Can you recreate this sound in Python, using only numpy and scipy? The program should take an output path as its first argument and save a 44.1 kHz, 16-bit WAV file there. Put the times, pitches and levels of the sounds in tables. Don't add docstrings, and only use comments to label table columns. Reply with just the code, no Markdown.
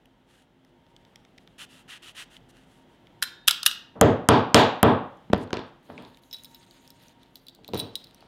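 import sys
import numpy as np
from scipy import signal
from scipy.fft import rfft, irfft
from scipy.io import wavfile

SR = 44100
rng = np.random.default_rng(int(sys.argv[2]) if len(sys.argv) > 2 else 0)


def dump(signal):
    limited = np.clip(np.atleast_2d(signal).T, -1, 1)
    pcm = np.round(limited * 32767).astype(np.int16)
    wavfile.write(sys.argv[1], SR, pcm)


def amplitude_ratio(level_db):
    exponent = np.asarray(level_db, float) / 20
    return 10 ** exponent


N = 364839


def at_hz(points, hz):
    table_hz, value = np.transpose(points)
    return np.interp(np.log(hz + 1), np.log(table_hz), value)


def rms_one(x):
    return x / np.sqrt(np.mean(x ** 2) + 1e-20)


def colour(x, spectrum):
    size = 8192
    cepstrum = irfft(np.log(amplitude_ratio(at_hz(spectrum, np.fft.rfftfreq(size, 1 / SR)))))
    cepstrum[1:size // 2] *= 2
    cepstrum[size // 2 + 1:] = 0
    response = irfft(np.exp(rfft(cepstrum)))
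    return signal.fftconvolve(x, response / np.linalg.norm(response))[:N]


def band(x, low_hz, high_hz):
    edges = [low_hz, min(high_hz, SR / 2.2)]
    return signal.sosfilt(signal.butter(2, edges, "band", fs=SR, output="sos"), x)


def high_pass(x, order, hz):
    return signal.sosfilt(signal.butter(order, hz, "high", fs=SR, output="sos"), x)


def drift(rate_hz):
    r = np.exp(-2 * np.pi * rate_hz / SR)
    return rms_one(signal.lfilter([1], [1, -2 * r, r * r], rng.standard_normal(N + SR))[SR:])


def add(track, s, sound):
    i = round(s * SR)
    track[i:i + len(sound)] += sound[:N - i]


def ring(hz, db, t60):
    t = np.arange(round(1.5 * t60 * SR)) / SR
    return amplitude_ratio(db - 60 * t / t60) * np.sin(2 * np.pi * hz * t)


def strike(times, levels_db, modes, spread_db):
    at, out = np.round(np.asarray(times) * SR).astype(int), np.zeros(N)
    for hz, db, t60 in modes:
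        clicks = np.full(N, 1e-18)
        np.add.at(clicks, at, amplitude_ratio(levels_db + db + spread_db * rng.standard_normal(len(at))))
        r, w = amplitude_ratio(-60 / (t60 * SR)), 2 * np.pi * hz / SR
        out += signal.lfilter([0, np.sin(w)], [1, -2 * r * np.cos(w), r * r], clicks)
    return out


def puff(decay_ms):
    t_ms = np.arange(512) / SR * 1000
    return rng.standard_normal(len(t_ms)) * np.exp(-t_ms / decay_ms) * np.minimum(t_ms / 0.13, 1)


# start in seconds, thump in dB, face crack in dB, crack pitch in Hz,
# contact hardness in Hz.
HAMMER_BLOWS = [
    (4.012, 3, 1, 7100, 2248),
    (4.2879, 6.5, 0.5, 8320, 3128),
    (4.5447, 5.5, 3.5, 6350, 14230),
    (4.8296, 6, -2.5, 9800, 2825),
]
# start in seconds, thump in dB, crack in dB, room share in dB.
LANDINGS = [(4.545, -24.5, 4.5, 6), (5.3302, -13, -36, -34), (5.333, -6.5, -20.5, -4.5),
            (5.345, -15, -29, -12), (5.362, -23, -35, -4), (5.506, -27, -41.5, -21),
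            (5.5301, -11, -17.5, -6), (5.541, -50, -26, -1), (5.57, -37, -25.5, -7), (5.593, -37, -32, -8),
            (5.98, -38.5, -46.5, 9), (7.735, -21, -24, -1.5), (7.746, -43, -26, -22),
            (7.754, -20, -29, -31), (7.765, -44, -29, -14)]
# start in seconds, thump in dB, room share in dB, hardness in Hz.
BUMPS = [(3.954, -37, 16.5, 1034), (5.299, -30, -1, 1510), (5.301, -25, -9, 593), (5.888, -40, 9.5, 1200),
         (5.9, -22, -9, 1494), (5.996, -45, 6, 3000), (6.029, -50, -1, 1970), (7.588, -36.5, -8.5, 592),
         (7.687, -22, -10, 506), (7.8, -37.5, 9, 912), (8.225, -32.5, -13, 1490)]


def blow_rows():
    rows = [(*row, 1.5 + 0.59 * row[2]) for row in HAMMER_BLOWS]
    rows += [(s, db, crack_db, 3700, 3280, room_db) for s, db, crack_db, room_db in LANDINGS]
    rows += [(s, db, db - 31, 3000, hz, room_db) for s, db, room_db, hz in BUMPS]
    return sorted(rows)


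# start in seconds, pitch in Hz, level in dB, decay t60 in seconds.
HAMMER_RING = [
    (4.014, 7600, -34.5, .043),
    (4.019, 13800, -50, .15),
    (4.289, 10200, -36, .05),
    (4.544, 7440, -29.5, .06),
    (4.545, 13010, -48, .15),
    (4.831, 7500, -33, .025),
]


def hammer_head():
    head = np.zeros(N)
    for s, hz, db, t60 in HAMMER_RING:
        add(head, s, ring(hz, db, t60))
    return head * amplitude_ratio(4 * drift(90))


# frequency in Hz, level in dB per Hz.
KNOCK_SPECTRUM = [(59, -27), (100, -16), (772, 3), (2520, -14.5), (3140, -2.5), (5170, -38), (8370, -40.5),
                  (12000, -56), (15600, -89.5), (22000, -120)]
# pitch in Hz, level in dB, decay t60 in seconds.
BENCH_MODES = [(104, -30.5, 0.24), (123, -27, 0.33), (179.5, -28.5, 0.25), (229.8, -19.5, 0.31),
               (306, -16, 0.12), (424, -16.5, 0.084), (607, -20.5, 0.06), (792, -10, 0.035),
               (1000, -9, 0.023), (1200, -15.5, 0.06)]
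# pitch in Hz, level in dB, decay t60 in seconds.
HANDLE_MODES = [(523, -14.5, 0.06), (740, -17, 0.073), (964, -21, 0.042), (1427, -30, 0.04)]
# start in
# seconds, pitch in Hz, level in dB, decay t60 in seconds.
THUDS = [(3.224, 300, -43, 0.015), (3.225, 130, -46, .05), (3.48, 139.4, -44.5, .05),
         (3.48, 450.7, -39, 0.018), (3.662, 394.4, -39, 0.013), (5.301, 202, -20.5, 0.052),
         (5.3337, 515, 8.5, 0.0046), (5.3334, 1900, -16, .012), (5.347, 950, -26, .03),
         (5.362, 1800, -36, .015), (5.532, 1200, -26, .015), (5.545, 1000, -32, .04), (6.03, 260, -44, .06),
         (6.07, 310, -46, .06), (7.738, 900, -30, .04), (5.337, 195, -15, 0.089),
         (5.531, 367, -13.5, 0.024), (5.572, 350, -20, 0.024), (5.591, 350, -19, 0.017),
         (7.736, 422, -14.5, 0.016), (7.746, 350, -13.5, 0.012), (7.755, 334, -16, 0.015)]


def bench_top(push, rows):
    s, thump_db = np.array(rows)[:, :2].T
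    mat_db = -13 * (s > HAMMER_BLOWS[-1][0])
    modes = strike(s + 0.0012, thump_db + mat_db, BENCH_MODES, spread_db=2)
    near = colour(push, KNOCK_SPECTRUM) + band(modes, 61, 1500)
    for s, db, *_ in LANDINGS:
        for hz, mode_db, t60 in HANDLE_MODES:
            add(near, s, ring(hz, db + mode_db, t60))
    for s, hz, db, t60 in THUDS:
        add(near, s, ring(hz, db, t60))
    return near


# stage start in seconds, weight in dB, bite in dB.
BLOW_COLOUR = [
    (0, 0, 0),
    (4.0, 4.5, -2.5),
    (4.28, -2.5, -0.5),
    (4.53, -8, 3.5),
    (4.82, 0, -4),
    (5.2, 3.5, -11.5),
    (5.5, 3, 4.5),
    (5.8, 4, 8),
    (7.5, 11, 4),
]
# body in dB, edge in dB, crack's room share in dB.
BLOW_BANDS = [(0.5, 0, -0.5), (-2.5, 3, -4), (-1, 3, -3.5), (-0.5, -3, -3.5), (2, -3, 0.5), (-2, 0, 3.5),
              (2, -8, 4.5), (-2.5, 1, 0), (1, -5, 12.5)]
# frequency in Hz, level in dB per Hz.
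BENCH_SPECTRUM = [(18, -70.5), (30, -37.5), (112, -2.5), (199, -3.5), (233, -2), (336, -5.5), (426, -4.5),
                  (666, -10.5), (822, -9.5), (1590, -19.5), (2170, -26), (3490, -21.5), (6210, -39),
                  (13300, -48), (16000, -91.5)]


def bench_into_room(far, crack):
    start, weight_db, bite_db = np.transpose(BLOW_COLOUR)
    body_db, edge_db, crack_room_db = np.transpose(BLOW_BANDS)
    stage = np.searchsorted(start * SR, np.arange(N), side="right").clip(1) - 1

    def change(db):
        return (amplitude_ratio(db) - 1)[stage]

    weight = signal.lfilter(*signal.butter(1, 400, "low", fs=SR), far)
    bite = signal.lfilter(*signal.butter(1, 1800, "high", fs=SR), far)
    far = far + change(weight_db) * weight + change(bite_db) * bite
    far = far + change(body_db) * band(far, 800, 2000) + change(edge_db) * band(far, 4000, 6500)
    crack_far = band(crack, 2000, 6500) * amplitude_ratio(crack_room_db + 3)[stage]
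    return colour(far, BENCH_SPECTRUM), crack_far


def blows():
    push, far, crack = np.zeros((3, N))
    rows = blow_rows()
    for s, thump_db, crack_db, crack_hz, hardness_hz, room_db in rows:
        contact = signal.unit_impulse(512) + .04 * puff(1.5)
        soft = signal.lfilter(*signal.butter(2, min(hardness_hz, SR / 3), fs=SR), contact)
        soft *= amplitude_ratio(thump_db + 9)
        add(push, s + 0.00084, soft)
        add(far, s + 0.00044, amplitude_ratio(room_db + 2) * soft)
        edge = band(signal.unit_impulse(512, 2) * 3 + puff(.5), crack_hz / 1.5, crack_hz * 1.6)
        edge = band(edge, crack_hz / 2.5, crack_hz * 1.6)
        add(crack, s, amplitude_ratio(crack_db) * edge / np.abs(edge).max())
    near = bench_top(push, rows)
    far, crack_far = bench_into_room(far, crack)
    rumble_cut_hz = 55
    near = high_pass(high_pass(near, 2, rumble_cut_hz), 2, rumble_cut_hz)
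    return near, high_pass(far, 2, rumble_cut_hz), crack + hammer_head(), crack_far


# start in seconds, peak in dB, grinding time in ms.
STAPLER_CONTACTS = [(3.2193, -34, 3.2), (3.2238, -11.5, 8.2), (3.235, -18.5, 3.06), (3.241, -27, 2.5),
                    (3.472, -28, 4.3), (3.477, -4, 3.6), (3.481, 2, 5.9), (3.492, -16, 5.5),
                    (3.509, -6, 4.1), (3.630, -17, 4.8), (3.654, -26, 10), (3.6615, 1, 4.24),
                    (3.665, -4.5, 4.37), (3.674, -16.5, 5.6), (3.713, -17, 1.14)]
# from seconds, to seconds.
LATCH_SPANS = [
    (3.5, 3.52),
    (3.62, 3.64),
]
# frequency in Hz, level in dB per Hz.
SNAP_SPECTRUM = [(290, -63.5), (500, -47.5), (1400, 1), (2290, -10), (2730, 1.5), (3390, 5), (5310, -6.5),
                 (12500, -3.5), (16000, -24)]
# frequency in Hz, level in dB per Hz.
LATCH_SPECTRUM = [(900, -27.5), (1500, -14.5), (2400, -17.5), (3400, 7.5), (4300, -3.5), (5250, -0.5),
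                  (6300, -8.5), (12000, -8.5), (16000, -24.5)]
BODY_MODES_HZ = [1300, 1440, 1500, 1720, 2870, 3130, 3520, 3820, 4000, 4900, 5230, 7400, 8650, 11400]
# decay t60 in seconds, dB on closing, dB on driving, dB on opening.
BODY_GRIP = [(0.068, -22, -9, -8), (.05, -13.5, -4, -3.5), (.035, -0.5, -9, -11.5), (0.028, 9, -7, -6.5),
             (0.02, -16.5, -3, 6), (0.031, 1, -2, -7), (0.017, -13.5, 2.5, -11), (.035, -8, -8.5, -5.5),
             (0.051, -3.5, -7, -4.5), (.02, -12, -7, -3), (0.014, 6.5, -1, -7),
             (0.019, -15.5, -12.5, -12.5), (.03, -8.5, -16.5, -9), (0.014, -10, -16.5, -16)]
GRIP_CHANGES_S = [3.4, 3.6]
# start in seconds, pitch in Hz, level in dB, decay t60 in seconds.
SPRING = [
    (3.2244, 3681, -50, 1.),
    (3.2244, 8650, -66, .5),
    (3.2244, 7400, -60, .4),
    (3.481, 3686, -44, .2),
]
# start in seconds, pitch in Hz, level in dB, decay t60 in seconds.
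MAGAZINE = [(3.2245, 1500, -26, .04), (3.2245, 5200, -28, .03), (3.483, 3500, -18, .04),
            (3.483, 2200, -36, .2), (3.226, 2300, -48, .25), (3.225, 1480, -42, 0.36),
            (3.226, 1725, -44, 0.27), (3.226, 4081, -40, 0.25), (3.225, 3190, -45, 0.23),
            (3.226, 5170, -51, 0.23), (3.483, 1378, -32, 0.28), (3.482, 3000, -33, .3),
            (3.483, 3900, -37, 0.27), (3.664, 1260, -39.5, 0.27), (3.664, 1435, -37.5, 0.31),
            (3.664, 2898, -29, 0.29), (3.664, 3830, -34, 0.25), (3.663, 4050, -39.5, .3)]


def stapler():
    grind, latch, magazine, body = np.zeros((4, N))
    times, levels_db = [], []
    for s, db, ms in STAPLER_CONTACTS:
        t = np.linspace(0, 2, round(2 * ms * SR / 1000))
        shape = np.minimum(t / .15, 1) * np.exp(-t ** 4 * 2)
        is_latch = any(a < s < b for a, b in LATCH_SPANS)
        add(latch if is_latch else grind, s, amplitude_ratio(db - 6.5) * shape * rng.standard_normal(len(t)))
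        times += list(s + ms / 1000 * rng.random(6))
        levels_db += [db - 28] * 6
    phase = np.searchsorted(GRIP_CHANGES_S, times)
    for hz, (t60, *grip_db) in zip(BODY_MODES_HZ, BODY_GRIP):
        body += strike(times, np.array(levels_db) + np.array(grip_db)[phase], [(hz, 0, t60)], spread_db=4)
    for s, hz, db, t60 in SPRING:
        add(body, s, ring(hz, db, t60))
    rattle = drift(85)
    for k, (s, hz, db, t60) in enumerate(MAGAZINE):
        tone = ring(hz, db + 3, t60)
        add(magazine, s, tone * np.roll(rattle, -k * SR // 2)[:len(tone)])
    snaps = colour(grind, SNAP_SPECTRUM) + colour(latch, LATCH_SPECTRUM) + body + magazine
    limit = .7
    return band(limit * np.tanh(snaps / limit), 1100, 19000)


# start in seconds, frame in dB, bar in dB, roller in dB, prong in dB.
TOUCHES = [(6.3118, -41.5, -45, -87, -61), (6.3288, -29, -32, -48, -38), (6.336, -34, -37, -65, -49),
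           (6.446, -39.5, -47, -48, -46), (6.5463, -41.5, -45, -67, -44), (6.877, -51, -44, -64, -53.5),
           (6.904, -43, -46.5, -59.5, -50.5), (7.3562, -36.5, -48, -60, -41), (7.484, -32, -62, -56, -68),
           (7.549, -43.5, -57, -63, -52), (7.679, -37, -51, -56, -43.5), (7.737, -46, -55, -51, -50),
           (7.7439, -32, -51, -46, -44), (7.765, -43, -54, -52, -60), (7.774, -31, -53, -49, -48),
           (7.776, -37, -52, -42, -38), (7.7878, -32, -49, -46, -43), (7.7936, -31, -41, -29.5, -45),
           (7.7989, -22, -53, -37, -41), (7.804, -26, -56, -38, -42), (7.807, -50, -52, -47, -42),
           (7.955, -22, -35, -39.5, -39)]
# start in seconds, frame in dB.
NUDGES = [(6.235, -51), (6.344, -28.5), (6.368, -38), (6.385, -38), (6.4549, -40), (6.5145, -57),
          (6.5572, -49.5), (6.71, -45.5), (7.368, -46), (7.4675, -40), (7.495, -44.5), (7.5, -55),
          (7.559, -56.5), (7.689, -45), (7.962, -36), (8.044, -40.5), (8.0702, -48.5), (8.2068, -49.5)]
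# from seconds, to seconds.
DANGLING = [
    (6.3, 6.4),
    (6.44, 6.45),
    (7.736, 7.95),
]
# pitch in Hz, level in dB, decay t60 in seconds.
FRAME = [(3460, -8, .25), (3620, -19, .15), (3830, -9, .15), (3890, -1, .3), (3955, -3, .25),
         (4390, -16, .12)]
# pitch in Hz, level in dB, decay t60 in seconds.
BAR = [(4720, -13, .08), (5020, -11, .1), (5200, -9, .1), (5270, -4, .11), (5600, -17, .08)]
# pitch in Hz, level in dB, decay t60 in seconds.
ROLLER = [(8560, -10, 0.2), (9870, -4.5, 0.16)]
# pitch in Hz, level in dB, decay t60 in seconds.
PRONG = [(13730, 11, 0.11), (14700, -13, .06)]


def buckle():
    rings, clicks = np.zeros((2, N))
    nudges = [(s, db, db - 23, db - 21, db - 21) for s, db in NUDGES]
    touches = [tuple(row) for row in TOUCHES] + nudges
    for s, frame_db, bar_db, roller_db, prong_db in sorted(touches):
        held = not any(a < s < b for a, b in DANGLING)
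        ring_share, loss_db, detune = (.17, -1, .015) if held else (.3, 0, 0)
        parts = [(FRAME, frame_db - 8.5), (BAR, bar_db), (ROLLER, roller_db), (PRONG, prong_db - 11)]
        for modes, part_db in parts:
            for hz, db, t60 in modes:
                luck, bend = rng.standard_normal(2)
                level_db = db + part_db + loss_db + 0.94 * luck
                add(rings, s, ring(hz * (1 + detune * bend), level_db, t60 * ring_share))
        burst = puff(1.0) * amplitude_ratio(0 if held else -14)
        low = amplitude_ratio(frame_db + 14) * band(band(burst, 3440, 4640), 3160, 11900)
        high = (amplitude_ratio(roller_db + 16.5) + amplitude_ratio(prong_db - 8)) * band(burst, 6200, 16000)
        add(clicks, s, low + high)
    return high_pass(rings * amplitude_ratio(2.5 * drift(80)) + clicks, 4, 2400)


# start in seconds, length in seconds, level in dB, brightness in dB,
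# fullness in dB.
STROKES = [(0.265, 0.18, -64.5, 4.5, 4), (1.58, 0.069, -43, 3.5, -0.5), (1.686, 0.14, -56.5, 4.5, 1),
           (1.877, 0.1, -43.5, -0.5, 2), (2.018, 0.099, -47.5, 2.5, -1), (2.146, 0.093, -42.5, 2, 2.5),
           (2.299, 0.078, -55.5, 3.5, 3), (2.486, 0.023, -61, 10, 5), (2.518, 0.13, -63.5, 2.5, 3),
           (2.652, 0.18, -68, 6.5, 4), (2.88, 0.085, -72, 5, 2), (5.385, 0.027, -68, 13, 0),
           (5.41, 0.03, -62, 12, 0), (5.659, 0.036, -69.5, -1, -3.5)]
# start in seconds, tick in dB, then top, knock
# and grain in dB relative to the tick.
SLICKER = [
    (0.6487, -60.5, 5, 2, 4),
    (0.8654, -60, -10, 4, -2),
    (0.9644, -42.5, -14, -13, -1.5),
    (1.0505, -51, -12, -2.5, -3),
    (1.1582, -40.5, -4, -8, 4),
    (1.25, -48.5, -20, -1, -1),
    (1.3793, -49, -11.5, -1.5, 3),
    (1.3828, -38.5, -30, -10, -10.5),
    (1.475, -43, -11, -4, -4.5),
]
# start in seconds, length in seconds, level in dB, edge whisper in dB,
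# top in dB relative.
FINGERS = [(5.827, 0.37, -68, -83.5, -5.5), (6.218, 0.14, -73.5, -76.5, 1.5),
           (6.326, 0.33, -69.5, -74, 1.5), (6.663, 0.26, -66, -73.5, -2), (6.932, 0.2, -69.5, -75.5, -1),
           (7.138, .21, -78, -93, -5), (7.344, 0.056, -74.5, -83, 5), (7.41, 0.09, -82, -90, 8),
           (7.52, 0.11, -86, -94, -6), (7.635, .09, -65, -87, -11), (7.737, 0.53, -69.5, -94, -10)]
# frequency in Hz, level in dB per Hz.
CANVAS_SPECTRUM = [(410, -27), (700, -15), (1050, -12.5), (1250, -6.5), (1890, -4.5), (2220, -9),
                   (2840, 2.5), (4920, -14.5), (10100, -18), (13000, -27.5), (16000, -35)]
# frequency in Hz, level in dB per Hz.
SKIN_SPECTRUM = [(2350, -8.5), (4000, -3.5), (5700, -9.5), (6820, -12), (7700, -17), (8360, -10.5),
                 (9330, -10), (12800, -16), (16000, -23)]


def rubbing():
    dull, bright, full, fingers, tips, whisper = np.zeros((6, N))
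    slides = [(s + .014, .046, -78, 6, 0) for s, *_ in SLICKER]
    for s, length, db, bright_db, full_db in list(STROKES) + slides:
        speed = np.sin(np.pi * np.linspace(0, 1, round((length + .006) * SR))) ** .55
        add(dull, s, amplitude_ratio(db) * speed)
        add(full, s, (amplitude_ratio(db + full_db) - amplitude_ratio(db)) * speed)
        add(bright, s, amplitude_ratio(db + bright_db) * speed)
    for s, length, db, whisper_db, top_db in FINGERS:
        slide = np.sin(np.pi * np.linspace(0, 1, round(length * SR))) ** 0.12
        add(fingers, s, amplitude_ratio(db + 6.5) * slide)
        add(tips, s, amplitude_ratio(db + 6.5 + top_db) * slide)
        add(whisper, s, amplitude_ratio(whisper_db) * slide)
    slip_db = 2.53 * rng.exponential(1, N) + 0.33 * drift(75) + 1.2 * drift(22)
    slips = rng.standard_normal(N) * amplitude_ratio(slip_db)
    fibres = rms_one(colour(slips, CANVAS_SPECTRUM))
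    top = high_pass(fibres, 2, 4500)
    cloth = dull * (fibres - top) + full * band(fibres, 1100, 2250) + bright * top
    skin = rms_one(colour(slips, SKIN_SPECTRUM))
    pads = band(skin, 1120, 5500) * amplitude_ratio(3.0 * drift(15))
    ridges = band(skin, 5500, 8700) * amplitude_ratio(2.2 * drift(22))
    ridges += band(skin, 10000, 18000) * amplitude_ratio(3.1 * drift(11))
    edge = rms_one(band(rng.standard_normal(N), 6200, 7200)) * amplitude_ratio(1.4 * drift(22))
    return cloth + fingers * pads + tips * ridges + whisper * edge


# start in
# seconds, peak in dB, pitch in Hz, top in dB relative.
TICKS = [(0.057, -50, 3000, -1), (0.3564, -55, 3300, -17), (1.73, -48, 3220, -21),
         (2.367, -35.5, 3280, -21.5), (3.0704, -44.5, 3370, -12.5), (7.801, -26, 5330, -30),
         (5.172, -60, 6820, -3), (5.3794, -53, 5000, 9), (5.301, -44, 2000, -25), (5.318, -49, 2800, -30),
         (5.475, -49, 4500, -20), (5.531, -24.5, 6330, -16), (5.532, -30, 2470, -30), (5.9, -46, 2290, -20),
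         (5.9788, -31, 2500, -37), (6.0236, -41.5, 2600, -9), (6.05, -40.5, 4000, -37),
         (6.146, -45.5, 3920, -25), (6.172, -44, 3500, -3.5), (6.366, -43, 5220, -12),
         (6.436, -47.5, 4920, 14), (6.514, -62, 5060, 11), (6.665, -54.5, 6600, -5), (7.019, -59, 5840, -6),
         (7.028, -52.5, 5940, -5), (7.036, -47, 4230, -3), (7.0468, -53, 3010, -12.5), (7.06, -54, 4010, 3),
         (7.083, -43.5, 6050, -9), (7.0946, -50, 3240, -12), (7.232, -44, 3930, -5.5),
         (7.2593, -53, 4030, -14.5), (7.646, -35.5, 3880, -11), (7.9546, -30.5, 3230, -23),
         (7.955, -25, 4580, -20), (8.041, -37, 4800, -15), (6.331, -45, 3170, -22), (5.507, -36, 1500, -20),
         (5.57, -25.5, 2850, -30), (8.146, -44, 5800, 4), (8.2194, -52, 2840, -22)]


def ticks():
    out = np.zeros(N)
    turns = []
    for s, db, top_db, knock_db, grain_db in SLICKER:
        turns += [(s, db, 3500, top_db), (s, db + knock_db, 2080, -40), (s, db + grain_db, 5500, -40)]
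    for s, db, hz, top_db in list(TICKS) + turns:
        burst = signal.unit_impulse(512, 2) * 4.05 + puff(1.0)
        body = band(burst, hz / 1.2, hz * 1.1)
        body += 0.23 * band(burst, hz, hz * 1.5) + 0.5 * band(burst, hz / 1.7, hz / 1.33)
        edge = band(burst, 6600, 13200)
        add(out, s, amplitude_ratio(db) * (body / np.abs(body).max() + amplitude_ratio(top_db) * edge / np.abs(edge).max()))
    return out


def late_crack(crack_far):
    spread_s = .05
    t = np.arange(round(4 * spread_s * SR)) / SR / spread_s
    scatter = rng.standard_normal(len(t)) * t ** 3 * np.exp(-3 * t)
    return amplitude_ratio(-22.5) * signal.fftconvolve(crack_far, scatter / np.linalg.norm(scatter))[:N]


# frequency in Hz, decay t60 in seconds.
WORKSHOP = [(60, 0.34), (160, 0.37), (420, 0.42), (1100, 0.52), (3000, 0.44), (6000, 0.33), (10000, 0.12),
            (16000, 0.28)]


def workshop(x, build_ms, wall_db):
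    t, tail = np.arange(SR) / SR, 0
    wall = 1 + amplitude_ratio(wall_db) * np.clip((t - .035) / .012, 0, 1)
    for hz in 40 * 2 ** np.arange(0, 8.8, 1 / 3):
        t60 = at_hz(WORKSHOP, hz)
        echoes = band(rng.standard_normal(SR), hz / 1.081, hz * 1.204) * amplitude_ratio(-60 * t / t60)
        echoes *= (1 - np.exp(-t * 1000 / build_ms)) * wall
        tail = tail + rms_one(echoes) * np.sqrt(hz * t60)
    return signal.fftconvolve(x, tail / np.linalg.norm(tail))[:N]


# frequency in Hz, level in dB per Hz.
AIR_SPECTRUM = [(20, -32), (40, -4), (76, -12), (120, -4), (200, -5), (400, -11.5), (900, -14), (1100, -21),
                (2000, -22), (2400, -27), (3200, -21), (4500, -34.5), (8000, -42), (16500, -47.5)]
# pitch in Hz, width in Hz, rms level in dB.
DUCT = [(259.4, 13, -68), (348.8, 9.7, -72)]
# on in seconds, off in seconds, level in dB.
MOTOR_RUNS = [
    (0.05, .45, -81),
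    (0.717, 1.187, -73),
    (2.687, 4.513, -71),
    (5.904, 7.35, -69.5),
    (8.1, 8.402, -68.5),
]


def background():
    air = rms_one(colour(rng.standard_normal(N), AIR_SPECTRUM)) * amplitude_ratio(-59.5 + 1.4 * drift(0.59))
    for hz, width_hz, db in DUCT:
        air += amplitude_ratio(db) * rms_one(band(rng.standard_normal(N), hz - width_hz / 2, hz + width_hz / 2))
    t, motor, fade_s = np.arange(N) / SR, np.zeros(N), 0.14
    phase = 2 * np.pi * np.cumsum(930 + 5 * drift(20)) / SR
    for on, off, db in MOTOR_RUNS:
        motor += amplitude_ratio(db) * np.clip(np.minimum(t - on, off - t) / fade_s + .5, 0, 1)
    return air + np.sqrt(2) * motor * amplitude_ratio(2.5 * drift(12)) * np.sin(phase)


def scene():
    thump, thump_far, crack, crack_far = blows()
    staples, steel = stapler(), buckle()
    small = rubbing() + ticks()
    sends = amplitude_ratio(-19.5) * small + amplitude_ratio(-14.5) * steel + amplitude_ratio(-15) * staples + amplitude_ratio(-18.5) * crack_far
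    wet = workshop(sends, build_ms=1.5, wall_db=-9)
    wet += amplitude_ratio(2.5) * workshop(thump_far, build_ms=2.8, wall_db=-10.5)
    close = small + steel + staples + crack + thump
    return (close + wet + late_crack(crack_far) + background())[None]


def band_limit(x):
    return signal.sosfilt(signal.butter(12, 16810, fs=SR, output="sos"), x)


def record(dry):
    recovered_db = 170 * np.arange(N) / SR
    over_db = np.maximum(20 * np.log10(np.abs(dry[0]) + 1e-9) + 0.5, 0)
    duck_db = np.maximum.accumulate(over_db + recovered_db) - recovered_db
    r = np.exp(-1 / (0.0033 * SR))
    held = dry * amplitude_ratio(-signal.lfilter([1 - r], [1, -r], duck_db))
    clipped = np.clip(held, -.88, .88)
    mix = signal.sosfilt(signal.cheby2(12, 42, 16500, fs=SR, output="sos"), clipped)
    return band_limit(mix)


dry = scene()
out = record(dry)
dump(out)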